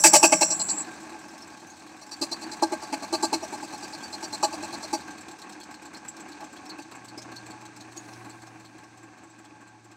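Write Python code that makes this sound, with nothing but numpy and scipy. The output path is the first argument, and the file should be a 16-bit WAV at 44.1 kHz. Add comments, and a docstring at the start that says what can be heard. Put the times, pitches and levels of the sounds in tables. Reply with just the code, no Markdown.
"""A single-cylinder diesel drives the empty steel drum of a concrete mixer in an open yard.
At first the drive slips and screeches; it grips at 0.8 s. Each cycle the valves tick twice and the
power stroke jolts the drive, so that the gears grind and set the drum ringing. Firing stops at 5 s:
the mixer coasts, rattling, ticking and squeaking. From 6.5 s a low hum comes up as the engine slows."""
import sys
import numpy as np
from scipy import signal
from scipy.fft import rfft, irfft, next_fast_len
from scipy.io import wavfile

SR = 44100
rng = np.random.default_rng(int(sys.argv[2]) if len(sys.argv) > 2 else 0)


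def transcribe(u):
    """Save the signal u as a 16-bit wav file named by the first command-line argument.

    u: samples, shape (n,) or (channels, n), limited to [-1, 1]; the rate is SR.
    q: integer samples, one column per channel.
    """
    v = np.clip(np.atleast_2d(u).T, -1, 1)
    q = np.round(v * 32767).astype(np.int16)
    wavfile.write(sys.argv[1], SR, q)


N = 439236
TIME = np.arange(N) / SR
FIRST_CYCLE_S, FIRING_ENDS_S = .088, 5.0

# Table levels are relative; each layer adds its own gain.
# engine speed: t/s, rate/(cycles/s)
ENGINE_SPEED = [(0.0, 10.62), (0.75, 11.15), (1.6, 10.22), (2.7, 9.79), (3.35, 9.99), (5.0, 10.0),
                (6.8, 7.67), (7.1, 7.53), (7.45, 6.82), (9.96, 3.97)]
# teeth jumping: t/s, length/s, thump/dB, clang/dB, rasp/dB, squeak/dB
HARD_JOLTS = [(0.036, 0.038, -22, -16, -20.5, -26.5), (0.132, 0.036, -24.5, -14, -21, -25.5),
              (0.227, 0.03, -18.5, -14.5, -19.5, -26.5), (0.32, 0.017, -22, -17.5, -20.5, -31),
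              (0.408, 0.026, -28.5, -22, -27, -26), (2.212, 0.029, -29, -36, -42, -29),
              (2.313, 0.021, -40, -38, -48, -29.5), (2.621, 0.017, -20.5, -18, -34.5, -28),
              (2.718, 0.021, -27.5, -28.5, -38, -41), (2.924, 0.022, -29.5, -28, -36.5, -38),
              (3.125, 0.03, -26, -27, -44.5, -29.5), (3.224, 0.032, -26.5, -25, -45, -28),
              (3.326, 0.024, -26.5, -24.5, -38.5, -28), (4.426, 0.027, -31.5, -20, -40.5, -26),
              (4.927, 0.024, -27.5, -25.5, -38, -32.5), (6.402, 0.04, -58, -40, -71, -71),
              (6.785, 0.017, -40, -45.5, -50, -53), (7.175, 0.019, -41, -52, -49, -51),
              (7.961, 0.012, -39.5, -54, -58, -48)]
# gear drag of an ordinary power stroke: t/s, clang/dB, squeak/dB
STROKE_DRAG = [(.5, -37, -36), (.68, -41.5, -31.5), (.8, -48.5, -57), (1.9, -55.5, -62.5),
               (2.11, -44.5, -39.5), (3.0, -37.5, -44.5), (3.55, -35, -46), (4.05, -46, -40.5),
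               (4.3, -36, -34), (4.55, -35, -43.5), (4.85, -41.5, -39.5)]
# dry contacts: t/s, level/dB, f/Hz
SQUEAK_EVENTS = [(1.419, -34, 5430), (1.699, -37, 6600), (5.612, -36, 4370), (5.943, -33, 4300),
                 (6.08, -24.5, 7650), (6.2053, -37, 7650), (6.6603, -39, 5440), (6.6946, -27.5, 4300),
                 (7.0793, -41.5, 4550), (7.1754, -31, 5130), (7.219, -38, 6460), (7.361, -29.5, 4340),
                 (7.5053, -40, 4460), (7.8072, -44, 6500), (7.9705, -27.5, 6660), (8.3025, -42, 4380),
                 (9.2986, -46, 7700)]
# level curves: t/s, level/dB
RATTLE_LEVEL = [(0.85, -43), (1.2, -47), (2.02, -50), (2.32, -44.5), (3.39, -41.5), (4.1, -43.5),
                (4.48, -41.5), (4.71, -41), (5.87, -49), (6.33, -45.5), (7.14, -49), (7.42, -45),
                (7.7, -48.5), (8.13, -46.5), (8.51, -50.5), (9.96, -54.5)]
VALVE_LEVEL = [(.9, -48), (2, -51.5), (3.6, -45.5), (5.2, -47.5), (8.1, -49), (9, -56.5), (9.96, -57.5)]
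HUM_LEVEL = [(6.5, -75), (7.22, -56.5), (8.07, -59.5), (8.21, -53), (8.89, -63), (9.02, -57.5), (9.17, -66),
             (9.88, -60), (9.96, -65)]
# resonances: f/Hz, stage width/Hz, level/dB
DRUM_THUMP_MODES = [(293.6, 32, -2.5), (330, 47, 4.5)]
DRUM_CLANG_MODES = [(640.4, 76, -4.5), (852.7, 76, 3), (1154, 70, -8), (1592, 42, -15)]
DRUM_ROLLING_MODES = [(202, 11, -11.5), (247, 37, -11), (302.3, 25, -1.5), (319.5, 26, 0),
                      (755.7, 65, -7.5), (850, 24.5, -2.5), (1101, 74, -9), (1580, 18, -5),
                      (1690, 66, -18.5), (2486, 330, -25.5)]
GEAR_RASP_MODES = [(616.6, 78, 7), (1670, 470, -11), (2210, 240, -3.5), (2612, 170, 2.5), (2870, 400, -12)]
GEAR_SQUEAK_MODES = [(4212, 210, 2.5), (4580, 63, 5), (4730, 580, -2.5), (5250, 170, -11),
                     (5720, 300, -2.5), (5970, 130, -9.5), (7520, 540, -8.5)]
SCREECH_UPPER_MODES = [(6900, 75, -2), (7424, 140, 3), (7750, 250, -10), (7400, 100, -15.5), (7880, 450, 3)]
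SCREECH_LOWER_MODES = [(182, 57, -6), (612, 91, -0.5), (5570, 100, -3), (5070, 90, -14.5), (5740, 390, 5.5)]
VALVE_MODES = [(3330, 350, -8.5), (4260, 830, 1), (5210, 1400, -3.5), (6150, 480, -6), (7620, 780, 2)]
# noise spectra: f/Hz, density/dB
TOOTH_HISS_SPECTRUM = [(300, -13), (1200, -20.5), (3500, -5.5), (5000, 8), (6600, 10), (8200, 12.5),
                       (9000, 4.5), (11000, -3.5), (13000, -5.5), (16000, -14.5)]
RATTLE_SPECTRUM = [(120, -30.5), (200, -7.5), (263, -8), (319, -5.5), (457, -16), (862, -11.5), (995, -11),
                   (1100, -16), (1460, -16), (1590, -9), (1900, -19), (2560, -15.5), (3500, -41.5),
                   (4550, -55.5), (7700, -120)]
BEARING_SPECTRUM = [(2000, -18.5), (3200, -5), (4300, 0), (5200, -4), (6300, 1.5), (7000, -5), (7700, -2.5),
                    (8400, -2), (9500, -41)]
FINE_HISS_SPECTRUM = [(7000, -18.5), (8400, -2.5), (9300, 5), (10500, -3), (13000, -10), (16000, -9)]
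RUMBLE_SPECTRUM = [(20, -28), (45, -20.5), (60, -12), (84, 1), (110, -2), (160, -0.5), (220, -7),
                   (400, -29.5)]
TICK_SPECTRUM = [(1500, -12.5), (3300, 2), (4300, -4.5), (5300, 4), (6500, 2), (7700, 6), (8800, 2),
                 (10500, -9.5), (13000, -4.5), (16000, -16.5)]


def jolts(hits):
    """Teeth drag over each other: the drum thumps and clangs, the gears rasp, squeak and hiss."""
    t_s, length_s, thump_db, clang_db, rasp_db, squeak_db, hiss_db = hits
    thump = scrapes(t_s - .004, thump_db, .65 * length_s, DRUM_THUMP_MODES,
                    rise_s=.0051, decay_s=.0025, vary_db=-.5)
    clang = scrapes(t_s - .002, clang_db - .08, .76 * length_s, DRUM_CLANG_MODES,
                    rise_s=.0033, decay_s=.0039, vary_db=2)
    rasp = scrapes(t_s, rasp_db + 2, .95 * length_s, GEAR_RASP_MODES,
                   rise_s=.0056, decay_s=.0034, vary_db=4.5)
    squeak = scrapes(t_s, squeak_db, .9 * length_s, GEAR_SQUEAK_MODES,
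                     rise_s=.007, decay_s=.005, vary_db=4.5)
    sliding = bursts(t_s, hiss_db + 10, .97 * length_s, rise_s=.0026, decay_s=.011)
    hiss = sliding * coloured(grit(4600, 1.5, 1), TOOTH_HISS_SPECTRUM)
    return thump + clang + rasp + squeak + hiss


def jolt_schedule(power_phase=.47, stroke_s=.03, slide_db_per_s=303.5):
    """Hard jolts plus an ordinary one for every remaining power stroke, as time-sorted columns."""
    hard, t_s = np.array(HARD_JOLTS), once_a_cycle(power_phase)
    gap_s = np.abs(t_s[:, None] - hard[:, 0]).min(axis=1)
    t_s = t_s[(t_s < FIRING_ENDS_S) & (gap_s > stroke_s)]
    clang_db, squeak_db = curve_at(STROKE_DRAG, t_s)
    levels_db = np.c_[clang_db - 4.5, clang_db, clang_db - 14, squeak_db]
    levels_db += rng.standard_normal(levels_db.shape)
    ordinary = np.c_[t_s, np.full(len(t_s), stroke_s), levels_db]
    rows = np.r_[hard, ordinary]
    t_s, length_s, thump_db, clang_db, rasp_db, squeak_db = rows[np.argsort(rows[:, 0])].T
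    # more hiss from long slides and while the drive slips freely
    slip_db = 8 * np.clip(1 - t_s / .45, 0, 1)
    hiss_db = (rasp_db + squeak_db) / 2 - 18.5 + slide_db_per_s * length_s + slip_db
    return t_s, length_s, thump_db, clang_db, rasp_db, squeak_db, hiss_db


def screech(hits, lower_ends_s=.526, grip_s=.817, release_s=.012):
    """Slipping metal sings in mode clusters, louder on each jolt, over hiss and a groan until it grips."""
    t_s, length_s, *_, hiss_db = hits
    load = 1 + bursts(t_s, 20 + .19 * hiss_db, length_s, rise_s=.0019, decay_s=.02)
    prior_stroke_s = t_s[0] - 1 / ENGINE_SPEED[0][1]  # before t = 0, still decaying
    load += bursts([prior_stroke_s], 15, length_s[0], rise_s=.0019, decay_s=.016)
    slipping = np.exp(-np.maximum(TIME - grip_s, 0) / release_s)
    lower_gate = np.exp(-np.maximum(TIME - lower_ends_s, 0) / release_s)
    upper_rub = slipping * fade(-30.5, db_per_s=9.5) * load * rng.standard_normal(N)
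    lower_rub = lower_gate * fade(-37.5, db_per_s=4) * load * rng.standard_normal(N)
    upper = band(resonate(upper_rub, SCREECH_UPPER_MODES), 6900, 7930, order=4)
    lower = resonate(lower_rub, SCREECH_LOWER_MODES)
    hiss = fade(-42, db_per_s=23) * coloured(grit(5000, 3.6, .76), FINE_HISS_SPECTRUM)
    groan = fade(-45, db_per_s=9) * resonate(rng.standard_normal(N), SCREECH_LOWER_MODES[:1])
    return upper + lower + slipping * (hiss + groan)


def running_gear(teeth_per_cycle=4):
    """Teeth mesh in step with the engine and keep the drum ringing; bearings hiss, the frame rumbles."""
    level_db, = curve_at(RATTLE_LEVEL, TIME)
    firing = np.clip((FIRING_ENDS_S - TIME) / .17 + 1, 0, 1)
    mesh_db = 2 * np.cos(2 * np.pi * teeth_per_cycle * (engine_cycles() - .06))
    coasting_knock = (1 - firing) * bursts(once_a_cycle(0), 0, .0021, rise_s=.011, decay_s=.0086)
    push = from_db(level_db + mesh_db + 1.83 * drift(25)) * (1 + .5 * coasting_knock)
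    drum = from_db(-2) * resonate(push * grit(500, 2.95, .38), DRUM_ROLLING_MODES)
    rattle = from_db(-3) * push * coloured(grit(2500, 2.9, .66), RATTLE_SPECTRUM)
    bearing_db = level_db - 11.5 + 2 * firing + .2 * mesh_db + .83 * drift(66)
    bearings = from_db(bearing_db) * coloured(grit(5400, 1.8, .89), BEARING_SPECTRUM)
    swish = from_db(-66.5) * swell(TIME - 7.8, length_s=.31, rise_s=.31, decay_s=.41)
    fine_gain = np.hypot(from_db(level_db - 30 + 4.5 * firing), swish) * from_db(.3 * mesh_db)
    fine_hiss = fine_gain * coloured(grit(5000, 3, .88), FINE_HISS_SPECTRUM)
    rumble = from_db(level_db - 16.5) * coloured(rng.standard_normal(N), RUMBLE_SPECTRUM)
    return drum + rattle + bearings + fine_hiss + rumble


def squeaks(width_hz=340):
    """Dry contacts touch with a tick, then briefly stick and slip, each at its own pitch."""
    out, age_s = np.zeros(N), TIME[:SR // 8]
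    for t_s, level_db, f_hz in SQUEAK_EVENTS:
        rub = swell(age_s, .01, rise_s=.00083, decay_s=.011) * rng.standard_normal(len(age_s))
        ring = unit_rms(resonate(rub, [(f_hz, width_hz, 0)]))
        start = int(t_s * SR)
        out[start:start + len(ring)] += from_db(level_db - 21.5) * ring
    starts_s, levels_db, _ = np.transpose(SQUEAK_EVENTS)
    touch = bursts(starts_s, levels_db - 22, .0056, rise_s=.002, decay_s=.0085)
    return out + touch * coloured(grit(3000, 2.6, .64), TICK_SPECTRUM)


def valves(second_phase=.28, spread_db=1.4):
    """Two valves close per cycle, each with a tick and a tinkle; the second ticks less and rings more."""
    first_s, second_s = once_a_cycle(0), once_a_cycle(second_phase)
    t_s = np.r_[first_s, second_s]
    is_second = np.arange(len(t_s)) >= len(first_s)
    level_db = curve_at(VALVE_LEVEL, t_s)[0] + spread_db * rng.standard_normal(len(t_s))
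    level_db += is_second * np.where(t_s < FIRING_ENDS_S, -6.5, -1.5)
    impact = bursts(t_s - .002, level_db - 6.5, .0072, rise_s=.004, decay_s=.013)
    ring_db = level_db - 4 + 4 * is_second
    tinkle = scrapes(t_s, ring_db, .012, VALVE_MODES, rise_s=.003, decay_s=.01, vary_db=6)
    return impact * coloured(grit(4300, 2.6, .99), TICK_SPECTRUM) + tinkle


def hum(start_hz=120.2, sag_hz_per_s=1.9, rise_s=.3):
    """A low, pure hum swells and wavers while its pitch sinks."""
    level_db, = curve_at(HUM_LEVEL, TIME)
    age_s = TIME - HUM_LEVEL[0][0]
    phase_rad = 2 * np.pi * np.cumsum(start_hz - sag_hz_per_s * age_s) / SR
    gain = np.clip(age_s / rise_s, 0, 1) * from_db(level_db + 3.6 + .9 * drift(10))
    return gain * np.sin(phase_rad)


def yard(x):
    """Walls and parked machines add a few dull echoes."""
    dull = band(x, 150, 4000, order=1)
    out = x.copy()
    for delay_s, level_db in [(.019, -17.5), (.037, -25), (.058, -28), (.083, -23)]:
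        lag = int(delay_s * SR)
        out[lag:] += from_db(level_db) * dull[:-lag]
    return out


def engine_cycles():
    """Cycles since FIRST_CYCLE_S, per sample."""
    cycles = np.cumsum(curve_at(ENGINE_SPEED, TIME)[0]) / SR
    return cycles - np.interp(FIRST_CYCLE_S, TIME, cycles)


def once_a_cycle(phase):
    """Times/s at which the engine passes a phase (0..1) of its cycle."""
    cycles = engine_cycles()
    passes = np.arange(np.ceil(cycles[0] - phase), cycles[-1] - phase) + phase
    return np.interp(passes, cycles, TIME)


def scrapes(starts_s, levels_db, lengths_s, modes, rise_s, decay_s, vary_db):
    """Each contact rubs a body into ringing with its own mode balance; level and length set the energy."""
    out, friction, age_s = np.zeros(N), grit(5000, 5.75, .7), TIME[:SR // 10]
    for t_s, level_db, length_s in np.broadcast(starts_s, levels_db, lengths_s):
        span = slice(int(t_s * SR), int(t_s * SR) + len(age_s))
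        rub = friction[span] * swell(age_s, length_s, rise_s, decay_s)[:len(out[span])]
        varied = [(f_hz, width_hz, db + vary_db * rng.standard_normal()) for f_hz, width_hz, db in modes]
        ring = resonate(rub, varied)
        energy = (length_s + decay_s / 2) * SR
        out[span] += from_db(level_db) * ring * np.sqrt(energy / np.sum(ring ** 2))
    return out


def bursts(starts_s, levels_db, lengths_s, rise_s, decay_s):
    """Envelope of a row of contacts."""
    out = np.zeros(N)
    for t_s, level_db, length_s in np.broadcast(starts_s, levels_db, lengths_s):
        span = slice(max(int(t_s * SR), 0), int(t_s * SR) + SR // 4)
        out[span] += from_db(level_db) * swell(TIME[span] - t_s, length_s, rise_s, decay_s)
    return out


def swell(age_s, length_s, rise_s, decay_s):
    """Linear rise; exponential decay after length_s."""
    return np.clip(age_s / rise_s, 0, 1) * np.exp(-np.maximum(age_s - length_s, 0) / decay_s)


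def fade(start_db, db_per_s):
    """Gain falling from t = 0."""
    return from_db(start_db - db_per_s * TIME)


def grit(rate_hz, spread_db, smooth_gain):
    """Tiny random contacts of uneven strength over smooth friction noise; unit RMS."""
    sizes = from_db(spread_db * np.minimum(rng.exponential(1, N), 4)) * rng.choice([-1, 1], N)
    contacts = unit_rms(sizes * (rng.random(N) < rate_hz / SR))
    return unit_rms(contacts + smooth_gain * rng.standard_normal(N))


def drift(rate_hz):
    """Linear glides between standard normal values."""
    knots = rng.standard_normal(4000)
    return np.interp(TIME * rate_hz, np.arange(len(knots)), knots)


def resonate(x, modes):
    """Parallel two-stage resonators; white noise roughly keeps its power."""
    out, power = 0, 0
    for f_hz, width_hz, level_db in modes:
        radius = np.exp(-np.pi * width_hz / SR)
        b = np.array([1, 0, -1]) * (1 - radius ** 2) / 2
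        a = [1, -2 * radius * np.cos(2 * np.pi * f_hz / SR), radius ** 2]
        out = out + from_db(level_db) * signal.lfilter(b, a, signal.lfilter(b, a, x + 1e-18))
        power += from_db(level_db) ** 2 * np.pi * width_hz / SR / 2
    return out / np.sqrt(power)


def coloured(x, spectrum):
    """White signal shaped to a spectrum; unit RMS."""
    f_hz, density_db = np.transpose(spectrum)
    size = next_fast_len(N)
    bins_hz = np.maximum(np.arange(size // 2 + 1) * SR / size, 1)
    gain = from_db(np.interp(np.log(bins_hz), np.log(f_hz), density_db, left=-90, right=-90))
    return unit_rms(irfft(rfft(x, size) * gain, size)[:N])


def band(x, low_hz, high_hz, order):
    """Butterworth band-pass."""
    return signal.sosfilt(signal.butter(order, [low_hz, high_hz], "band", fs=SR, output="sos"), x)


def curve_at(rows, t_s):
    """Value columns of a curve, interpolated at t_s."""
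    knots_s, *columns = np.transpose(rows)
    return [np.interp(t_s, knots_s, column) for column in columns]


def from_db(db):
    """Decibels to gain."""
    return 10 ** (np.asarray(db) / 20)


def unit_rms(x):
    """Scale to unit power."""
    return x / np.sqrt(np.mean(x ** 2) + 1e-20)


def scene():
    """The mixer in its yard, hum underneath; mono."""
    hits = jolt_schedule()
    contacts = jolts(hits) + screech(hits) + squeaks() + valves()
    return (yard(contacts) + running_gear() + hum())[None]


def record(dry, low_cut_hz=55, ceiling=.88, stopband_hz=16400):
    """Microphone: bass roll-off, soft clipping, steep treble cut."""
    thin = signal.sosfilt(signal.butter(2, low_cut_hz, "high", fs=SR, output="sos"), dry)
    rounded = ceiling * np.tanh(thin / ceiling)
    return signal.sosfilt(signal.cheby2(16, 60, stopband_hz, fs=SR, output="sos"), rounded)


dry = scene()
out = record(dry)
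transcribe(out)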